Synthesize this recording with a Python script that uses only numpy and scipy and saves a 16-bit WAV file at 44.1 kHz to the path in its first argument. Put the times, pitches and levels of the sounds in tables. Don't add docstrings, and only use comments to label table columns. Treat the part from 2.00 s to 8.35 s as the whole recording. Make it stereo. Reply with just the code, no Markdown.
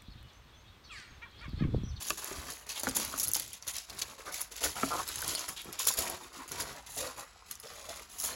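import sys
import numpy as np
from scipy import signal
from scipy.fft import rfft, irfft, next_fast_len
from scipy.io import wavfile

SR = 44100
rng = np.random.default_rng(int(sys.argv[2]) if len(sys.argv) > 2 else 0)


def unload_audio(sound):
    columns = np.transpose(np.atleast_2d(sound))
    steps = np.round(np.clip(columns, -1, 1) * 32767)
    wavfile.write(sys.argv[1], SR, steps.astype(np.int16))


N = 280035
LEFT_LAG_S = 0.000184
TOP_HZ = 16000


def amp(db):
    return 10 ** (np.asarray(db) / 20)


def unit(x):
    return x / np.sqrt(np.mean(x ** 2) + 1e-20)


def along(points, hz):
    f, values = np.transpose(points)
    return np.interp(np.log(hz + 1), np.log(f + 1), values)


def wobble(rate):
    knots = rng.standard_normal(int(N * rate / SR) + 4)
    return np.interp(np.arange(N) * rate / SR, np.arange(len(knots)), knots)


def filtered(x, response):
    size = next_fast_len(x.shape[-1] + SR // 8)
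    return irfft(rfft(x, size) * response(np.fft.rfftfreq(size, 1 / SR)), size)[..., :x.shape[-1]]


def coloured(x, tone):
    return unit(filtered(x, lambda hz: amp(along(tone, hz))))


def stereo_noise(width, size):
    mid, side = rng.standard_normal((2, size))
    return np.array([mid + width * side, mid - width * side])


def add(track, start_s, sound):
    start = max(0, round(start_s * SR))
    part = sound[..., :max(0, N - start)]
    track[:, start:start + part.shape[-1]] += part


def pings(times, gains, hz, cycles, lags, size):
    index = (times * SR).astype(int)[:, None] + np.arange(size)
    channels = []
    for side in (1, -1):
        arrival = times + LEFT_LAG_S + side * lags / 2
        turns = (np.maximum(index / SR - arrival[:, None], 0) * hz[:, None]).astype(np.float32)
        waves = gains[:, None] * np.sin(2 * np.pi * turns) * np.exp(-turns / cycles)
        channels.append(np.bincount(np.clip(index, 0, N).ravel(), waves.ravel(), N + 1)[:N])
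    return np.array(channels)


def grains(tone, hz, cycles, size_db, bearing, scatter, count, size):
    when, strength = rng.random((2, count))
    pitch, direction = rng.standard_normal((2, count))
    gains = amp(size_db * np.minimum(-np.log(1 - strength), 4)) * rng.choice([-1, 1], count)
    pitches = np.minimum(hz * np.exp(pitch / 2), TOP_HZ)
    lags = LEFT_LAG_S * (bearing + scatter * direction)
    return coloured(pings(when * N / SR, gains, pitches, cycles, lags, size), tone)


# f/Hz, relative level/dB
AIR_TONE = [(12, -40), (25, -86), (36, 10.5), (58, 14.5), (100, -2), (250, -26), (1000, -3), (3000, -11),
            (10000, -77), (16000, -42)]

def outdoor_rumble():
    return amp(-62 + 2 * wobble(rate=3.4)) * coloured(stereo_noise(0.26, N), AIR_TONE)


# t/s, level/dB
ECHO_LEVELS = [(0, -9.5), (3.6, -6.5), (4.4, -4), (6.35, -7)]
# f/Hz, fade time/s
ECHO_FADES = [(150, 0.096), (700, 0.092), (3000, 0.056), (8000, 0.053), (16000, 0.024)]
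# f/Hz, width (0 is the same on both sides)
ECHO_WIDTHS = [(150, 0.13), (700, 1), (2500, 0.74), (5500, 1), (8000, 0.058), (16000, 0.09)]

def echoes(sound):
    out, size = np.zeros((2, N)), SR // 4
    times, levels_db = np.transpose(ECHO_LEVELS)
    sent = sound * amp(np.interp(np.arange(N) / SR, times, levels_db))
    for start in range(0, N, size):
        hz, t, noise = signal.stft(rng.standard_normal((2, size)), SR, nperseg=128)
        mid, side = noise * amp(-60 * t / along(ECHO_FADES, hz)[:, None])
        side = side * along(ECHO_WIDTHS, hz)[:, None]
        tail = signal.istft(np.array([mid + side, mid - side]), SR, nperseg=128)[1]
        tail *= 1 - np.exp(-np.arange(tail.shape[1]) / SR / 0.00036)
        tail /= np.linalg.norm(tail[0])
        add(out, start / SR, signal.fftconvolve(sent[:, start:start + size], tail, axes=1))
    return out


# t/s, level/dB, f/Hz
SOFT_THUDS = [(0.384, -33, 67.5), (0.884, -34, 150), (.915, -39, 145), (1.276, -41, 73.6), (3.987, -36, 68)]

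def thuds():
    times, db, hz = np.transpose(SOFT_THUDS)
    return pings(times, amp(db), hz, cycles=0.9, lags=np.zeros(len(times)), size=8000)


# t/s, length/s, relative level/dB, f/Hz, pitch fall/(Hz per s), ring/cycles
RUB_STROKES = [(2.907, .004, -26, 1000, 0, 1.2), (2.9135, .023, -26, 1210, 3000, 2.8),
               (2.939, .02, -26, 1004, 0, 2), (2.9645, .028, -35, 1140, 0, 2.4),
               (2.9932, .015, -27.5, 1110, 0, 5.1), (3.012, .01, -47, 1140, 0, 3.8)]
# pitch/stroke pitch, relative level/dB, ring/stroke ring
SLIP_TONES = [(1, 2, 0.89), (0.7, -9, 0.55), (1.1, -12, 0.61), (0.395, -17, 0.96)]

def rub(slip_gap_s=0.0061, jitter_s=0.00048, low_hz=340, high_hz=1630):
    slips = [(start + delay, db, hz - fall * delay, cycles)
             for start, length, db, hz, fall, cycles in RUB_STROKES
             for delay in np.arange(0, length, slip_gap_s)]
    times, db, hz, cycles = np.transpose(slips)
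    late, uneven_db = rng.standard_normal((len(times), 2)).T
    times, db = times + jitter_s * late, db + uneven_db
    lags = np.full(len(times), -LEFT_LAG_S / 4)
    ring = np.zeros((2, N))
    for ratio, tone_db, share in SLIP_TONES:
        pitches = hz * ratio * np.exp(0.04 * rng.standard_normal(len(times)))
        ring += pings(times, amp(db + tone_db), pitches, share * cycles[:, None], lags, size=1500)
    hollow = filtered(ring, lambda f: f ** 4 / (f ** 4 + low_hz ** 4) / (1 + (f / high_hz) ** 8))
    return hollow * amp([[1.6], [-1.6]])


# t/s, rap relative level/dB, rap f/Hz, body relative level/dB, body f/Hz
HOLLOW_KNOCKS = [(0.1045, -16.5, 2580, -41, 183), (0.1047, -21.5, 1200, -39, 318),
                 (0.311, -39, 1240, -32.5, 397), (0.832, -43, 1250, -32, 600),
                 (0.8698, -17, 1420, -27, 258), (0.8746, -28, 1090, -28.5, 536),
                 (0.968, -32, 1000, -36, 404), (0.984, -42, 1080, -35, 228), (1.139, -25, 1190, -37.5, 290),
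                 (1.3602, -28.5, 860, -42.5, 299), (2.64, -25.5, 1450, -57, 283),
                 (2.663, -24.5, 1450, -37, 310), (2.8322, -16, 1270, -20, 280),
                 (3.225, -27, 1500, -60, 290), (3.799, -28.5, 1035, -62, 292),
                 (3.871, -27.5, 1170, -45, 288), (3.905, -27.5, 1030, -65, 290),
                 (3.984, -26.5, 660, -37, 285), (5.184, -32.5, 810, -62, 400), (5.36, -49, 800, -68, 380),
                 (5.423, -42.5, 1014, -80, 400)]
# pitch/rap pitch, relative level/dB, ring/cycles
RAP_TONES = [(.5, -21, 1.3), (.78, -19, 2.2), (1, -2.5, 3.25), (1.34, -8.5, 1.9)]
# pitch/body pitch, relative level/dB, ring/cycles
BODY_TONES = [(.56, -20, 6.9), (1, -5.5, 6.1), (1.42, -4, 2.2), (2.3, -9.5, 2.9)]
# f/Hz, relative level/dB
CRACK_TONE = [(100, -26), (300, -27), (650, 15), (1300, -10), (1750, -1), (2500, -2), (5000, -15),
              (14000, -42)]

def knocks(body_delay_s=0.0025, crack_fade_s=0.016, low_hz=139):
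    times, rap_db, rap_hz, body_db, body_hz = np.transpose(HOLLOW_KNOCKS)
    out, t, count = np.zeros((2, N)), np.arange(SR // 20) / SR, len(times)
    for ratio, tone_db, cycles in RAP_TONES:
        detune, direction = rng.standard_normal((count, 2)).T
        gains = amp(rap_db + tone_db) * rng.choice([-1, 1], count)
        pitches = rap_hz * ratio * np.exp(0.015 * detune)
        out += pings(times, gains, pitches, cycles, lags=0.21 * LEFT_LAG_S * direction, size=1500)
    for ratio, tone_db, cycles in BODY_TONES:
        gains = amp(body_db + tone_db)
        pitches = body_hz * ratio * np.exp(0.028 * rng.standard_normal(count))
        out += pings(times + body_delay_s, gains, pitches, cycles, lags=np.zeros(count), size=7000)
    for start, db in zip(times, rap_db):
        crack = coloured(stereo_noise(0.35, len(t)), CRACK_TONE)
        add(out, start, crack * amp(db - 15 - 60 * t / crack_fade_s))
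    return filtered(out, lambda f: (1j * f / (low_hz + 1j * f)) ** 2) * amp([[0.8], [-0.8]])


# t/s, length/s, relative level/dB, f/Hz, spread to either side/Hz
FOOT_SLIDES = [(0.757, 0.019, -39.5, 3220, 700), (1.126, 0.023, -42, 1270, 261),
               (2.262, 0.042, -49, 465, 100), (2.267, 0.032, -46, 1350, 300), (2.63, 0.03, -43, 650, 160),
               (2.753, 0.049, -44, 810, 150), (3.562, 0.047, -43.5, 3260, 900),
               (3.655, 0.039, -46, 348, 170), (3.784, 0.035, -41, 3100, 800),
               (3.981, 0.17, -44.5, 650, 130), (4.368, 0.026, -50.5, 262, 50.3),
               (4.387, 0.05, -50, 1020, 130), (4.963, 0.11, -44, 597, 130), (5.191, 0.029, -52.5, 760, 170),
               (5.636, 0.023, -48, 527, 90), (5.701, 0.17, -54.5, 557, 120),
               (5.887, 0.017, -42.5, 635, 110), (5.957, 0.054, -56.5, 560, 90), (6.29, 0.06, -51, 530, 100)]

def scrapes(rise_s=0.00095, fade_s=0.091):
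    out = np.zeros((2, N))
    for start, length, db, centre, spread in FOOT_SLIDES:
        t = np.arange(int(SR * (max(length, 0.02) + 0.12))) / SR
        noise = stereo_noise(0.25, len(t))
        ring = unit(filtered(noise, lambda hz: 1 / (1 + ((hz - centre) / spread) ** 2)))
        shape = (1 - np.exp(-t / rise_s)) * amp(-60 * np.maximum(t - length, 0) / fade_s)
        add(out, start, amp(db - 3) * ring * shape)
    return out


# f/Hz, relative level/dB
SCUFF_TONE = [(40, -55), (150, -28), (290, -4.5), (400, -6), (500, -4), (620, -3.5), (850, -2.5),
              (1150, 2.5), (1600, 2.5), (2600, 6.5), (6000, -55)]
# f/Hz, relative level/dB
WEIGHT_TONE = [(12, -42), (25, -0.5), (60, 8.5), (110, 2.5), (180, 0), (280, -2), (420, -4.5), (1000, -32)]

def tread(scuff_gain, weight_gain, flutter_db=1.4):
    scuff = grains(SCUFF_TONE, hz=1137, cycles=0.92, size_db=3.5,
                   bearing=0, scatter=0.87, count=6000, size=160)
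    weight = coloured(stereo_noise(0.28, N), WEIGHT_TONE) * amp(flutter_db * wobble(rate=140))
    return amp(-2.5) * (scuff_gain * scuff + weight_gain * weight)


# t/s, level/dB, f/Hz
FREED_PEBBLES = [(1.625, -37, 4600), (1.899, -34, 4470), (2.0195, -25, 3380), (3.3504, -17, 4400)]
# pitch/pebble pitch, relative level/dB, ring/cycles
CHINK_TONES = [(1, 0, 12), (1.11, -7, 8.9), (1.6, -14, 20)]

def chinks():
    times, db, hz = np.transpose(FREED_PEBBLES)
    lags = np.full(len(times), LEFT_LAG_S / 2)
    return sum(pings(times, amp(db + tone_db), hz * ratio, cycles, lags, size=1000)
               for ratio, tone_db, cycles in CHINK_TONES)


# f/Hz, relative level/dB
PEBBLE_TONE = [(100, -69), (1500, 0), (4000, -4), (7000, 2.5), (12000, 1), (16000, -0.5)]

def pebble(hz, fade_s, highest_hz=12000):
    t = np.arange(SR // 50) / SR
    f = np.fft.rfftfreq(len(t), 1 / SR)
    chatter = rng.standard_normal(len(t)) * amp(-60 * t / fade_s)
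    chatter[1] = amp(10.5)
    pitches = np.minimum(hz * np.array([1, 0.62, 1.4]) * np.exp(0.11 * rng.standard_normal(3)), highest_hz)
    ring = sum(amp(db) / (1 + 1j * 6.7 * (f / pitch - pitch / (f + 1)))
               for pitch, db in zip(pitches, (0, -4, -6)))
    lag = LEFT_LAG_S * (1 + 0.062 * rng.standard_normal())
    left_delay = np.exp(-2j * np.pi * f * np.array([[lag], [0]]))
    return unit(irfft(rfft(chatter) * ring * amp(along(PEBBLE_TONE, f)) * left_delay, len(t)))


# t/s, relative level/dB, f/Hz
LOUD_PEBBLES = [(0.0694, -27, 9050), (0.085, -21, 6550), (0.099, -19, 10000), (0.1041, -16.5, 5200),
                (0.1058, -24, 2740), (0.2444, -20.5, 10100), (0.181, -27, 7000), (0.189, -30, 7200),
                (0.5215, -28, 4830), (0.5357, -30, 6500), (0.693, -24.5, 5600), (0.719, -27, 7000),
                (0.777, -28, 4000), (0.796, -21.5, 6500), (0.7999, -22, 7140), (0.8341, -15, 8250),
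                (0.888, -20.5, 8400), (0.895, -22, 8660), (1.0494, -19, 8900), (1.1806, -24, 11100),
                (1.1986, -13.5, 9600), (1.216, -20, 9000), (1.2405, -20, 9000), (1.274, -19, 8800),
                (1.282, -16, 11000), (1.289, -21, 10900), (1.2926, -24, 9000), (1.316, -19, 10500),
                (1.335, -14, 11800), (1.3355, -9.5, 11800), (1.3457, -17, 8000), (1.352, -14, 9200),
                (1.366, -17, 10500), (1.398, -15.5, 8000), (1.421, -27, 10000), (1.4311, -30, 7000),
                (1.4413, -34, 7000), (1.683, -21, 7050), (1.479, -29.5, 8200), (1.737, -32, 8150),
                (1.532, -26.5, 8400), (1.625, -31, 6000), (1.766, -22, 6860), (1.784, -20, 5700),
                (1.898, -33, 4970), (1.9917, -20.5, 7450), (2.0197, -15.5, 4440), (2.3428, -21, 7640),
                (2.415, -17.5, 11800), (2.5207, -38, 6900), (2.565, -26.5, 7000), (2.6414, -22, 10400),
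                (2.6874, -26, 7500), (3.078, -22, 8900), (3.0834, -24, 8100), (3.0893, -20.5, 8600),
                (3.158, -22, 6840), (3.189, -25, 7900), (3.2076, -30, 8550), (3.219, -20, 8050),
                (3.279, -17, 8350), (3.351, -18, 9100), (3.3933, -21, 7400), (3.489, -20.5, 7950),
                (3.617, -28.5, 8100), (3.646, -34, 8200), (3.728, -26, 7400), (3.7933, -20, 8900),
                (3.853, -23, 7500), (3.8723, -7, 7200), (3.8917, -18, 9500), (3.9384, -18.5, 8400),
                (3.9888, -14, 9400), (4.0333, -27, 7440), (4.0995, -20.5, 8200), (4.5183, -22.5, 5700),
                (4.921, -33, 8200), (4.963, -24, 7900), (5.512, -22.5, 10000), (5.519, -27.5, 8000),
                (5.5545, -31, 9000), (5.5997, -32, 10100), (5.9603, -33, 8000), (6.2003, -21.5, 8700),
                (6.2212, -25, 9500), (6.2395, -19, 10100), (6.259, -20, 9000), (6.27, -20, 8000)]

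def clacks(movement, small_count, small_hz=7180, small_limit_db=-44):
    out = np.zeros((2, N))
    for start, db, hz in LOUD_PEBBLES:
        add(out, start, amp(db - 17.5) * pebble(hz, fade_s=0.011))
    for when in (np.arange(small_count) + rng.random(small_count)) / small_count:
        strength, pitch = rng.standard_normal(2)
        gain = min(movement[int(when * N)] * amp(-12.5 + 2.5 * strength), amp(small_limit_db))
        add(out, when * N / SR, gain * pebble(small_hz * np.exp(0.22 * pitch), fade_s=0.007))
    return out


# f/Hz, relative level/dB
GRIT_TONE = [(300, -70), (1500, -57), (3500, -5), (5000, -15), (6800, 6.5), (8500, 6.5), (10000, 8.5),
             (12000, 4.5), (14000, 4.5), (16000, 3.5)]
STONE_TONE = [(100, -82), (500, -8), (1200, -6), (2000, -0.5), (3000, 4), (4500, 9), (6000, 10),
              (8000, 12.5), (12000, -99)]
CLINK_TONE = [(400, -50), (1600, -4), (2800, -1.5), (4200, 1), (6800, 2), (9000, -26), (12000, -23),
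              (16000, -40)]

def crunch(grit_gain, stone_gain, clump_db=2.7):
    clumps = amp(clump_db * wobble(rate=240))
    grit = grains(GRIT_TONE, hz=8660, cycles=0.66, size_db=2,
                  bearing=0.97, scatter=0.0024, count=48000, size=32)
    stones = grains(STONE_TONE, hz=3730, cycles=0.6, size_db=0.5,
                    bearing=0.47, scatter=0.96, count=36000, size=56)
    clinks = grains(CLINK_TONE, hz=5062, cycles=20, size_db=5,
                    bearing=1, scatter=0.66, count=2000, size=320)
    return (amp(1.03) * grit_gain * unit(grit * clumps)
            + amp(-2) * stone_gain * unit(stones * clumps)
            + amp(-10.5) * np.sqrt(grit_gain * stone_gain) * clinks)


# t/s, stones relative level/dB, fade time/s, then grit, scuff over stones/dB
LANDINGS = [(0.101, -32, 0.021, -2, -1), (0.173, -40, 0.2, 0, -3), (0.5, -40, 0.27, 1, -17),
            (0.662, -48, 0.26, -3, 0.5), (0.688, -36.5, 0.54, -6.5, -15.5), (0.832, -35, 0.11, 3, -1.5),
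            (0.948, -35, 0.15, 7, -10), (0.957, -35, 0.19, 6, -10), (1.176, -38.5, 0.11, 14.5, -8),
            (1.197, -38, 0.12, 12.5, -7), (1.23, -35, 0.1, 13.5, -23), (1.342, -32, 0.31, 0.5, -18),
            (1.394, -36, 0.17, -9, -8.5), (1.529, -41, 0.19, -3, -32), (1.622, -52.5, 0.49, -4, -7),
            (1.666, -44, 0.18, 2, -3), (1.675, -35.5, 0.27, 2.5, -12), (1.897, -33, 0.028, -1, -6.5),
            (1.986, -30, 0.066, -2.5, -31), (2.015, -23, 0.053, -4, -32), (2.179, -50.5, 1, -5, 2),
            (2.406, -38.5, 0.11, 8.5, -18), (2.514, -41.5, 0.22, -4, -9), (2.556, -38, 0.28, -6, -15),
            (2.635, -30, 0.15, 4.5, -3.5), (3.156, -35.5, 0.046, 4, -5), (3.48, -38, 0.21, 3.5, -2.5),
            (3.563, -41.5, 0.44, -5, -16), (3.722, -40.5, 0.18, -5, -23), (3.789, -34.5, 0.63, 1.5, -30),
            (3.867, -25, 0.18, 5.5, -12), (3.97, -31.5, 0.46, 2.5, -8.5), (4.476, -44.5, 0.15, 4.5, -2),
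            (4.513, -36.5, 0.058, 3.5, 0.5), (4.598, -36, 0.13, 4, -0.5), (4.862, -47.5, 0.2, -1, -4),
            (5.509, -41, 0.13, 1.5, -20), (5.599, -63, 0.13, 15.5, -23), (5.889, -42, 0.31, -4.5, -3.5),
            (5.956, -47, 0.12, 2.5, -11), (6.237, -39.5, 0.16, 12.5, -5)]
# t/s, length/s, stones relative level/dB, then grit, scuff, weight over stones/dB
FOOT_SHUFFLES = [(0, 0.11, -41, -0.5, -13, -17), (0.205, 0.084, -44.5, -0.5, -2, -19),
                 (0.301, 0.2, -46.5, -3, 1, -6), (0.558, 0.071, -58.5, 3.5, 1.5, -7),
                 (0.75, 0.047, -42.5, -0.5, -7, -19), (0.85, 0.024, -43.5, -8, 4, -19),
                 (0.866, 0.031, -42, -3, 0.5, -0.5), (0.955, 0.023, -35, 5, -7, -10),
                 (0.98, 0.084, -41, -5, -3, -6), (1.078, 0.22, -45, 0.5, -7, -7),
                 (1.36, 0.17, -51, -3, -24, -12), (1.74, 0.033, -39.5, -5, -17, -24),
                 (1.884, 0.23, -49.5, -3.5, -1.5, -7.5), (2.254, 0.038, -48, -4, 3, -9.5),
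                 (2.316, 0.089, -42, -0.5, -9.5, -34), (2.604, 0.078, -37.5, 0, -6, -13),
                 (2.753, 0.26, -41, -2, -2, -9), (3.059, 0.06, -39.5, -4, -5.5, -19.5),
                 (3.168, 0.056, -42.5, -0.5, -3, -17), (3.228, 0.052, -40, -2.5, -2, -8.5),
                 (3.277, 0.044, -35.5, -0.5, -7, -13), (3.365, 0.072, -40, -5, -6.5, -27),
                 (3.613, 0.037, -63, 3, -6, -16), (3.64, 0.25, -53.5, -6, 1.5, -8),
                 (3.931, 0.076, -46.5, 0, -2.5, -25), (3.995, 0.14, -43.5, -8, 0.5, -6.5),
                 (4.196, 0.057, -53, -2, 3, -5), (4.326, 0.1, -50.5, -4.5, 1, -16),
                 (4.506, 0.2, -48, -4.5, 2, -10), (4.573, 0.026, -43, -3, -0.5, -14),
                 (4.673, 0.11, -52.5, -4, 2, -10), (4.884, 0.1, -53, 5.5, -5, -9),
                 (4.966, 0.038, -38, 2, -7, -11.5), (5.031, 0.046, -43.5, -3.5, 1, -12),
                 (5.158, 0.049, -50, 0.5, 2.5, -8.5), (5.457, 0.078, -58.5, 0.5, -6, -3),
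                 (5.624, 0.4, -51, -4, -3.5, -12), (6.092, 0.3, -52.5, 2.5, -5.5, -12),
                 (6.182, 0.025, -48.5, 12.5, -3, -15), (6.228, 0.036, -42, 6, -4, -16),
                 (6.274, 0.08, -44, -8, -1.5, -11)]
# relative level/dB of grit, stones, scuff, weight
BETWEEN_STEPS = [-74, -61, -64, -69]

def footwork(land_s=0.002, thud_fade_s=0.33, press_s=0.0045, settle_s=0.3):
    power, t = np.zeros((4, N)), np.arange(SR) / SR
    for start, db, fade_s, grit_db, scuff_db in LANDINGS:
        stones_db = db - 60 * t / fade_s
        thud_db = db + scuff_db - 10 - 60 * t / thud_fade_s
        levels = amp([stones_db + grit_db, stones_db, stones_db + scuff_db, thud_db])
        add(power, start, (levels * (1 - np.exp(-t / land_s))) ** 2)
    for start, length, db, grit_db, scuff_db, weight_db in FOOT_SHUFFLES:
        press = (1 - np.exp(-t / press_s)) * amp(db - 60 * np.maximum(t - length, 0) / settle_s)
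        add(power, start, np.outer(amp([grit_db, 0, scuff_db, weight_db]), press) ** 2)
    return np.sqrt(power + amp(BETWEEN_STEPS)[:, None] ** 2)


def scene():
    grit, stones, scuff, weight = footwork()
    near = crunch(grit, stones) + clacks(np.hypot(grit, stones), small_count=190)
    near += tread(scuff, weight) + scrapes() + chinks() + knocks() + thuds() + rub()
    return near + echoes(near) + outdoor_rumble()


def record(dry):
    return filtered(dry, lambda hz: hz ** 3 / (hz ** 3 + 33 ** 3) * (hz < TOP_HZ))


dry = scene()
out = record(dry)
unload_audio(out)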